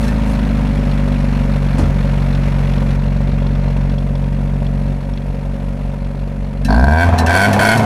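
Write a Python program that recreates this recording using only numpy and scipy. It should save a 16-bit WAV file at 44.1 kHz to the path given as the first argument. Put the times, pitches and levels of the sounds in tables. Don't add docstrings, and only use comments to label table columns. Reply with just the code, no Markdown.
import sys
import numpy as np
from scipy import signal
from scipy.fft import rfft, irfft, next_fast_len
from scipy.io import wavfile
from scipy.ndimage import uniform_filter1d, minimum_filter1d

SR = 44100
rng = np.random.default_rng(int(sys.argv[2]) if len(sys.argv) > 2 else 0)


def materialize(psi):
    bounded = np.clip(np.atleast_2d(psi).T, -1, 1)
    quanta = np.round(bounded * 32767).astype(np.int16)
    wavfile.write(sys.argv[1], SR, quanta)


N = 346163
T = np.arange(N) / SR
SIZE = next_fast_len(N + SR // 2)
FREQS = np.arange(SIZE // 2 + 1) * SR / SIZE


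def amp(db):
    return 10 ** (np.asarray(db) / 20)


def curve(points):
    return np.interp(T, *np.transpose(points))


def noise():
    return rng.standard_normal(N)


def scatter(spread_db, count, modes):
    return amp(spread_db * rng.standard_normal((count, len(modes))).T)


def shape(x, response):
    return irfft(rfft(x, SIZE) * response, SIZE)[:N]


def colour(x, spectrum):
    hz, db = np.transpose(spectrum)
    return shape(x, amp(np.interp(np.log(FREQS + 1), np.log(hz), db)))


def ring(x, modes):
    return shape(x, sum(amp(db) * 1j * FREQS * w / (f * f - FREQS ** 2 + 1j * FREQS * w)
                        for f, w, db in modes))


def bent_ring(x, modes, scale):
    clock = np.cumsum(scale) / SR
    grid = T * clock[-1] / T[-1]
    rung = ring(np.interp(grid, clock, x), [(f * scale.mean(), w, db) for f, w, db in modes])
    return np.interp(clock, grid, rung)


def cut(x, hz, kind, order=4):
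    ratio = (FREQS + 1) / hz
    return shape(x, (1 + ratio ** (2 * order if kind == "low" else -2 * order)) ** -.5)


def band(x, low_hz, high_hz, low_order=4, high_order=4):
    return cut(cut(x, low_hz, "high", low_order), high_hz, "low", high_order)


def shelf(x, hz, db, order=4):
    return x + (amp(db) - 1) * cut(x, hz, "high", order)


def steady(x, seconds=0.045):
    k = int(seconds * SR)
    return x / np.sqrt(np.abs(uniform_filter1d(uniform_filter1d(x * x, k), k)) + 1e-12)


def pulses(times, sizes):
    at = np.clip(times * SR, 0, N - 2)
    i = at.astype(int)
    return np.bincount(i, sizes * (1 - at + i), N) + np.bincount(i + 1, sizes * (at - i), N)


def turbulence(kicks, rise_s, fall_s, rest, seconds=0.14):
    t = T[:SR // 10]
    flow = signal.oaconvolve(kicks, (1 - np.exp(-t / rise_s)) * np.exp(-t / fall_s))[:N]
    return (steady(flow, seconds) + rest) * noise()


# t/s, f/Hz
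IDLE_RATE = [(0, 53.03), (.25, 52.34), (.5, 50.1), (1, 48.52), (1.7, 47.05), (2.3, 46.55), (4, 46.56),
             (5, 47.08), (6, 47.37), (6.6, 47.15)]
# opening t/s, shutting t/s, firing rate reached f/Hz, added rasp and sizzle level/dB
STABS = [(6.672, 7.031, 87.7, -1.5), (7.26, 7.457, 103.7, 0), (7.588, 7.735, 113, 1)]
def firing_rate(coast_hz_per_s=32):
    points = list(IDLE_RATE) + [(STABS[0][0], IDLE_RATE[-1][1])]
    next_opens = [row[0] for row in STABS[1:]] + [T[-1]]
    for (_, shuts, top_hz, _), until in zip(STABS, next_opens):
        points += [(shuts, top_hz), (until, top_hz - coast_hz_per_s * (until - shuts))]
    return curve(points)


def fast_idle():
    hz = curve(IDLE_RATE)
    return (hz - hz.min()) / np.ptp(hz)


def stab(opens, shuts, rise_s=0.012, lag_s=0.0045, fall_s=0.018):
    return np.clip((T - opens) / rise_s, 0, 1) * np.exp(-np.maximum(T - shuts - lag_s, 0) / fall_s)


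def engine_load(first=0.47, full_s=0.21):
    loads = (stab(opens, shuts) * np.interp(T - opens, [0, full_s], [first, 1])
             for opens, shuts, *_ in STABS)
    return np.clip(sum(loads), 0, 1)


# delay/cycles, push level/dB, gas level/dB
CYLINDERS = [(0.031, 3, 2.5), (-0.012, 4.5, 3.5), (0.02, 2, 2.5), (-0.017, 2.5, 4.5)]
def firings(load, idle_jitter=0.0065, overrun_jitter=0.045, lope=1.4, settle_s=.5):
    hz = firing_rate()
    cycles = np.cumsum(hz) / SR + .65
    count = np.arange(1, int(cycles[-1]) + 1)
    late, push_db, gas_db = np.array(CYLINDERS)[count % 4].T
    timing, strength, burn = rng.standard_normal((len(count), 3)).T
    overrun = np.interp(count, cycles, (1 - load) * np.clip((hz - 78) / 22, 0, 1))
    uneven = 1 - 0.88 * np.interp(count, cycles, load)
    late = late * (1 + lope * np.exp(-np.interp(count, cycles, T) / settle_s))
    jitter = idle_jitter * uneven + overrun_jitter * overrun
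    times = np.interp(count + uneven * late + jitter * timing, cycles, T)
    push = amp(uneven * push_db + (2.5 + 3 * overrun) * strength)
    return times, push, amp(uneven * gas_db + 2 * burn)


# f/Hz, bandwidth/Hz, gain/dB
GROWL_MODES = [(140.56, 13.9, 11), (189.8, 21.7, -1.5), (211.7, 18.2, 2), (239.6, 5.8, 0), (259.2, 7.9, -8)]
def exhaust_note(times, push, load, boom_db, growl_db, overtone_db, lag_cycles=0.15):
    edges = np.r_[times[0] - .02, times, times[-1] + .01]
    angle = 2 * np.pi * np.interp(T, edges, np.arange(len(edges)))
    second = amp(-10) * (47 / firing_rate()) ** 3
    swell = np.cos(angle - 2 * np.pi * lag_cycles) + second * np.cos(2 * angle)
    boom = cut(np.interp(T, times, push) * swell, 43, "high", order=8)
    kicks = pulses(times, push)
    swirl = 0.27 * (1 - .7 * load) * turbulence(kicks, 0.00033, 0.014, 0.62)
    growl = band(ring(steady(kicks) + swirl, GROWL_MODES), 140.8, 259.7, 4, 9)
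    growl = shelf(growl, 207, overtone_db, order=6)
    return steady(boom) * amp(boom_db) + steady(growl) * amp(growl_db)


GAIN_STEP_S, THROB_FROM_S, REV_START_S = .04, 4.98, 6.674
# level/dB of boom, growl, puff, chuff, hiss
IDLE_DB, FAST_IDLE_DB = (-15.5, -16.5, -31.5, -35.5, -54.5), (-0.49, -1.1, 0.97, 1.3, 0.7)
# t/s, change of level/dB in the same five bands
RECORDER_GAIN_STEPS = [(2.96, 0, -0.94, -0.4, -3.5, -5), (3.94, -2, -1.2, -1.3, -3.5, 0.8),
                       (4.95, -3.5, -4.5, -1.1, -1.66, -1), (5.95, -0.5, -0.8, -1.2, -0.95, -1.5)]
# t/s, half-width/s, added level/dB
HISS_SWELLS = [(0.02, 0.077, 9), (0.31, .05, 7.5)]
def idle_levels(throb_hz=5.37, throb_db=2.8):
    db = np.array(IDLE_DB)[:, None] + np.outer(FAST_IDLE_DB, fast_idle())
    for s, *change_db in RECORDER_GAIN_STEPS:
        db = db + np.outer(change_db, np.clip((T - s) / GAIN_STEP_S + .5, 0, 1))
    boom, growl, puff, chuff, hiss = db
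    throb = -throb_db * np.sin(2 * np.pi * throb_hz * np.maximum(T - THROB_FROM_S, 0))
    swells = sum(swell_db * np.exp(-((T - s) / width) ** 2) for s, width, swell_db in HISS_SWELLS)
    return boom + throb, growl, puff, chuff, hiss + swells


# f/Hz, bandwidth/Hz, gain/dB
PUFF_MODES = [(390.3, 84, -3.5), (485.3, 69, -2), (551, 23.6, 7.5), (648, 450, -7.5), (630, 47, -4.5),
              (933.5, 32.4, 7.5)]
# f/Hz, level/dB
CHUFF_SPECTRUM = [(300, 5.5), (800, 1), (1400, 0), (2400, -3.5), (3200, -14), (4300, -18), (6000, -20.5),
                  (8000, -28), (15000, -39)]
HISS_SPECTRUM = [(2000, -15.5), (5000, 3.5), (7400, 0.5), (9500, 4), (11000, 0.5), (13000, -6),
                 (15500, -13)]
def idle_gas(times, push, gas, puff_db, chuff_db, hiss_db, round_trip_s=0.00686):
    kicks = pulses(times, gas) + pulses(times + round_trip_s, gas)
    beats = steady(pulses(times, push * gas) + pulses(times + round_trip_s, push))
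    drive = beats + .5 * turbulence(kicks, .0005, .005, .7)
    burble = scatter(2.2, len(times), PUFF_MODES)
    puff = sum(ring(drive * np.interp(T, times, size), [mode]) for mode, size in zip(PUFF_MODES, burble))
    puff = shelf(band(puff, 288, 840, 3, 6), 670, 5 * fast_idle())
    chuff = colour(turbulence(kicks, 0.0016, 0.0056, 1.0) + 0.033 * beats, CHUFF_SPECTRUM)
    hiss = colour(turbulence(kicks, 0.0006, 0.0058, 0.96), HISS_SPECTRUM)
    return (steady(puff, 1.0) * amp(puff_db) + steady(chuff, 0.057) * amp(chuff_db + 4.5)
            + steady(hiss, .15) * amp(hiss_db + 1.0))


# f/Hz, bandwidth/Hz, gain/dB
CHATTER_MODES = [(2710, 350, 2), (3333, 75, 1.5), (3600, 170, -1.5), (4190, 350, 0), (5450, 69, -0.5)]
def cap_chatter(times, gas, level_db, lag_s=0.0016):
    touches = np.minimum(gas, 1.35) ** 3 * scatter(3, len(times), CHATTER_MODES)
    chatter = sum(ring(turbulence(pulses(times + lag_s, touch), 0.00037, 0.008, 0.08, 1.0), [mode])
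                  for mode, touch in zip(CHATTER_MODES, touches))
    return steady(band(chatter, 1500, 4700), 0.21) * amp(level_db)


# t/s, relative level/dB, crack level/dB re the blow
CLANKS = [(0.039, -31.5, -21), (0.079, -27.5, -24), (6.648, -24.5, -17), (7.18, -25, -25),
          (7.186, -17, -18), (7.263, -19, -23), (7.53, -22, -11.5), (7.775, -24, -10.5)]
# f/Hz, bandwidth/Hz, gain/dB
CAP_MODES = [(1610, 8.2, 18), (1780, 14, 16.5), (2630, 130, -0.5), (3120, 78, -4), (3980, 49, 4.5),
             (3980, 6.7, -20), (5350, 110, -3.5), (6050, 28, -5), (7876, 19, -6), (7960, 41, -14),
             (9700, 31, -18)]
def cap_clanks(rattle_s=0.014, clack_db=-10):
    blows, cracks = np.zeros(N), np.zeros(N)
    for s, db, crack_db in CLANKS:
        blow = amp(db) * np.exp(-np.abs(T - s) / rattle_s) * (T >= s) * noise()
        blows += blow
        cracks += amp(crack_db) * blow
    ringing = cut(ring(blows, CAP_MODES), 11000, "low", order=3)
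    clack = amp(clack_db) * ring(blows, CHATTER_MODES)
    return amp(10) * (ringing + colour(cracks, HISS_SPECTRUM) + clack)


# f/Hz, level/dB
PANEL_SPECTRUM = [(100, -23), (300, 6), (780, -7), (1300, -11), (1800, -19), (4000, -31), (15000, -52)]
def door(shut_s=1.782, panel_s=0.054, latch_s=0.039, thump_hz=80, thump_s=0.053):
    age = np.maximum(T - shut_s, 0)
    onset = 1 - np.exp(-age / 0.00038)
    panel = steady(colour(noise(), PANEL_SPECTRUM)) * amp(-17) * np.exp(-age / panel_s)
    snap = cut(colour(noise(), HISS_SPECTRUM), 8600, "low", order=3)
    latch = steady(snap) * amp(-37) * np.exp(-age / latch_s)
    swell = (age / thump_s) ** 2 * np.exp(2 - 2 * age / thump_s)
    return onset * (panel + latch) + amp(-12) * swell * np.sin(2 * np.pi * thump_hz * age)


# t/s, relative level/dB
TICKS = [(2.35, -24), (2.7366, -29), (2.7805, -25), (3.0364, -36), (3.467, -25), (3.5518, -32),
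         (3.8965, -28), (3.9824, -29.5), (4.154, -28.5), (4.2407, -30), (4.6662, -31), (5.1367, -30),
         (5.175, -28.5), (6.0461, -33)]
def cap_ticks(ring_s=.005):
    times, db = np.transpose(TICKS)
    sizes = amp(db - 7) * scatter(3, len(times), CHATTER_MODES)
    decay = np.exp(-T[:SR // 10] / ring_s)
    ticks = np.zeros(N)
    for mode, size in zip(CHATTER_MODES, sizes):
        envelope = signal.oaconvolve(pulses(times, size), decay)[:N]
        ticks += envelope * steady(ring(noise(), [mode])) * amp(mode[2])
    return band(ticks, 2000, 5100) / np.sqrt(len(CHATTER_MODES))


# firing rate f/Hz, level/dB of boom, growl, bark, rasp, sizzle
LOADED_LEVELS = [(47.3, -14.5, -16, -16, -22, -28), (58, -9, -14.5, -19.5, -22, -35),
                 (79.2, -10.5, -18, -16, -19.5, -37.5), (90.4, -16.5, -26, -14.5, -12.5, -25.5),
                 (100, -19, -18, -13, -13, -24.5), (113, -18, -17.5, -13, -13.5, -24)]
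# change of level/dB, then drift/(dB/s)
OVERRUN_DB, COAST_DB_PER_S = (6.5, 1.5, -5.5, -8.5, -13), (-42, 3, 20, -6, -6)
def rev_levels():
    rates, *columns = np.transpose(LOADED_LEVELS)
    hz = firing_rate()
    throttle, coast_s, edge = np.zeros((3, N))
    for opens, shuts, _, edge_db in STABS:
        flow = stab(opens, shuts)
        throttle += flow
        edge += edge_db * flow
        coast_s = np.where(T > shuts, T - shuts, coast_s)
    shut = (1 - np.clip(throttle, 0, 1)) * (coast_s > 0)
    boom, growl, bark, rasp, sizzle = (np.interp(hz, rates, loaded) + shut * (drop + drift * coast_s)
                                       for loaded, drop, drift in zip(columns, OVERRUN_DB, COAST_DB_PER_S))
    return boom, growl, bark, rasp + edge, sizzle + edge


# f/Hz, bandwidth/Hz, gain/dB
BARK_MODES = [(254, 24, 2), (370, 120, -12.5), (520, 240, -5.5), (692, 58, 7.5), (860, 110, -5),
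              (952, 24, 2.5)]
def pipe_bark(shocks, kicks, rough):
    swirl = rough * turbulence(kicks, .001, .007, .45)
    return steady(band(ring(shocks + swirl, BARK_MODES), 220, 1050, 4, 5))


# f/Hz, bandwidth/Hz, gain/dB
RASP_MODES = [(1513, 73, 10.5), (1690, 24, -7), (1900, 32, -5.5), (2205, 58, -1), (3110, 94, -9),
              (3355, 50, -8.5), (4350, 72, -6)]
def pipe_rasp(shocks, kicks, rough, hz, load, sag_per_hz=0.0019, steepen_db_per_hz=0.9):
    crack = rough * turbulence(kicks, .0005, .0025, .1)
    sag = 1 - sag_per_hz * (np.maximum(hz, 78) - 100)
    rasp = band(bent_ring(shocks + crack, RASP_MODES, sag), 1440, 3260, 5, 5)
    rasp = shelf(rasp, 1490, steepen_db_per_hz * (hz - 92.5))
    burble = colour(turbulence(kicks, 0.0047, 0.048, 0.94), CHUFF_SPECTRUM)
    return steady(rasp) * (.55 + .55 * load) + steady(burble) * (.8 - .7 * load)


# f/Hz, bandwidth/Hz, gain/dB
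SIZZLE_MODES = [(4490, 330, 12), (5120, 190, 4.5), (5590, 180, 7.5), (6280, 360, 0.5), (7500, 1100, -0.5),
                (8700, 150, 4), (9530, 300, 0), (10540, 190, 2.5), (12500, 900, -37)]
def jet_sizzle(times, kicks, hz, load, brighten_db_per_hz=0.24):
    jet = turbulence(kicks, 0.00075, 0.0039, .45 - 0.25 * load)
    sizes = scatter(3, len(times), SIZZLE_MODES)
    sizzle = sum(ring(jet * np.interp(T, times, size), [mode]) for mode, size in zip(SIZZLE_MODES, sizes))
    return steady(shelf(band(sizzle, 2200, 14000, 3, 4), 5400, brighten_db_per_hz * (hz - 96)))


def revving(times, push, gas, load, bark_db, rasp_db, sizzle_db, shock_lag_s=.008):
    hz = firing_rate()
    slow = np.interp(np.interp(times, T, hz), [58, 77], [1, 0])
    times = times + shock_lag_s * slow
    kicks = pulses(times, push * gas)
    shocks = steady(pulses(times, push * np.sqrt(gas))) * load
    rough = .7 - .53 * load
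    bark = pipe_bark(shocks, kicks, rough) * amp(bark_db)
    rasp = pipe_rasp(shocks, kicks, rough, hz, load) * amp(rasp_db)
    sizzle = jet_sizzle(times, kicks, hz, load) * amp(sizzle_db - 2)
    return (bark + rasp + sizzle) * np.clip((T - REV_START_S) / 0.027, 0, 1)


def scene(take_up_s=.08):
    load = engine_load()
    times, push, gas = firings(load)
    idle_boom, idle_growl, puff_db, chuff_db, hiss_db = idle_levels()
    rev_boom, rev_growl, *rev_db = rev_levels()
    revved = np.clip((T - STABS[0][0]) / take_up_s + 1, 0, 1)
    late_idle = np.clip((T - THROB_FROM_S) / GAIN_STEP_S, 0, 1) * (1 - revved)
    boom_db = idle_boom + revved * (rev_boom - idle_boom)
    growl_db = idle_growl + revved * (rev_growl - idle_growl)
    overtone_db = 6.5 * fast_idle() + 2 * late_idle + 8 * revved
    note = exhaust_note(times, push, load, boom_db, growl_db, overtone_db)
    idle = idle_gas(times, push, gas, puff_db, chuff_db, hiss_db) + cap_chatter(times, gas, chuff_db - 9)
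    idle *= np.clip((REV_START_S + 0.33 - T) / 0.075, 0, 1)
    revs = revving(times, push, gas, load, *rev_db)
    return (note + idle + revs + cap_clanks() + cap_ticks() + door())[None]


def record(dry, notch_hz=8320, ceiling_db=-0.6, limiter_s=0.00079, top_hz=15450):
    x = dry[0] - 0.21 * ring(dry[0], [(notch_hz, 260, 0)])
    k = int(limiter_s * SR)
    gain = np.minimum(1, amp(ceiling_db) / (np.abs(x) + 1e-9))
    held = minimum_filter1d(gain, 2 * k)
    x = x * uniform_filter1d(uniform_filter1d(held, k), k)
    return signal.sosfilt(signal.ellip(8, .2, 70, top_hz, fs=SR, output="sos"), x)[None]


dry = scene()
out = record(dry)
materialize(out)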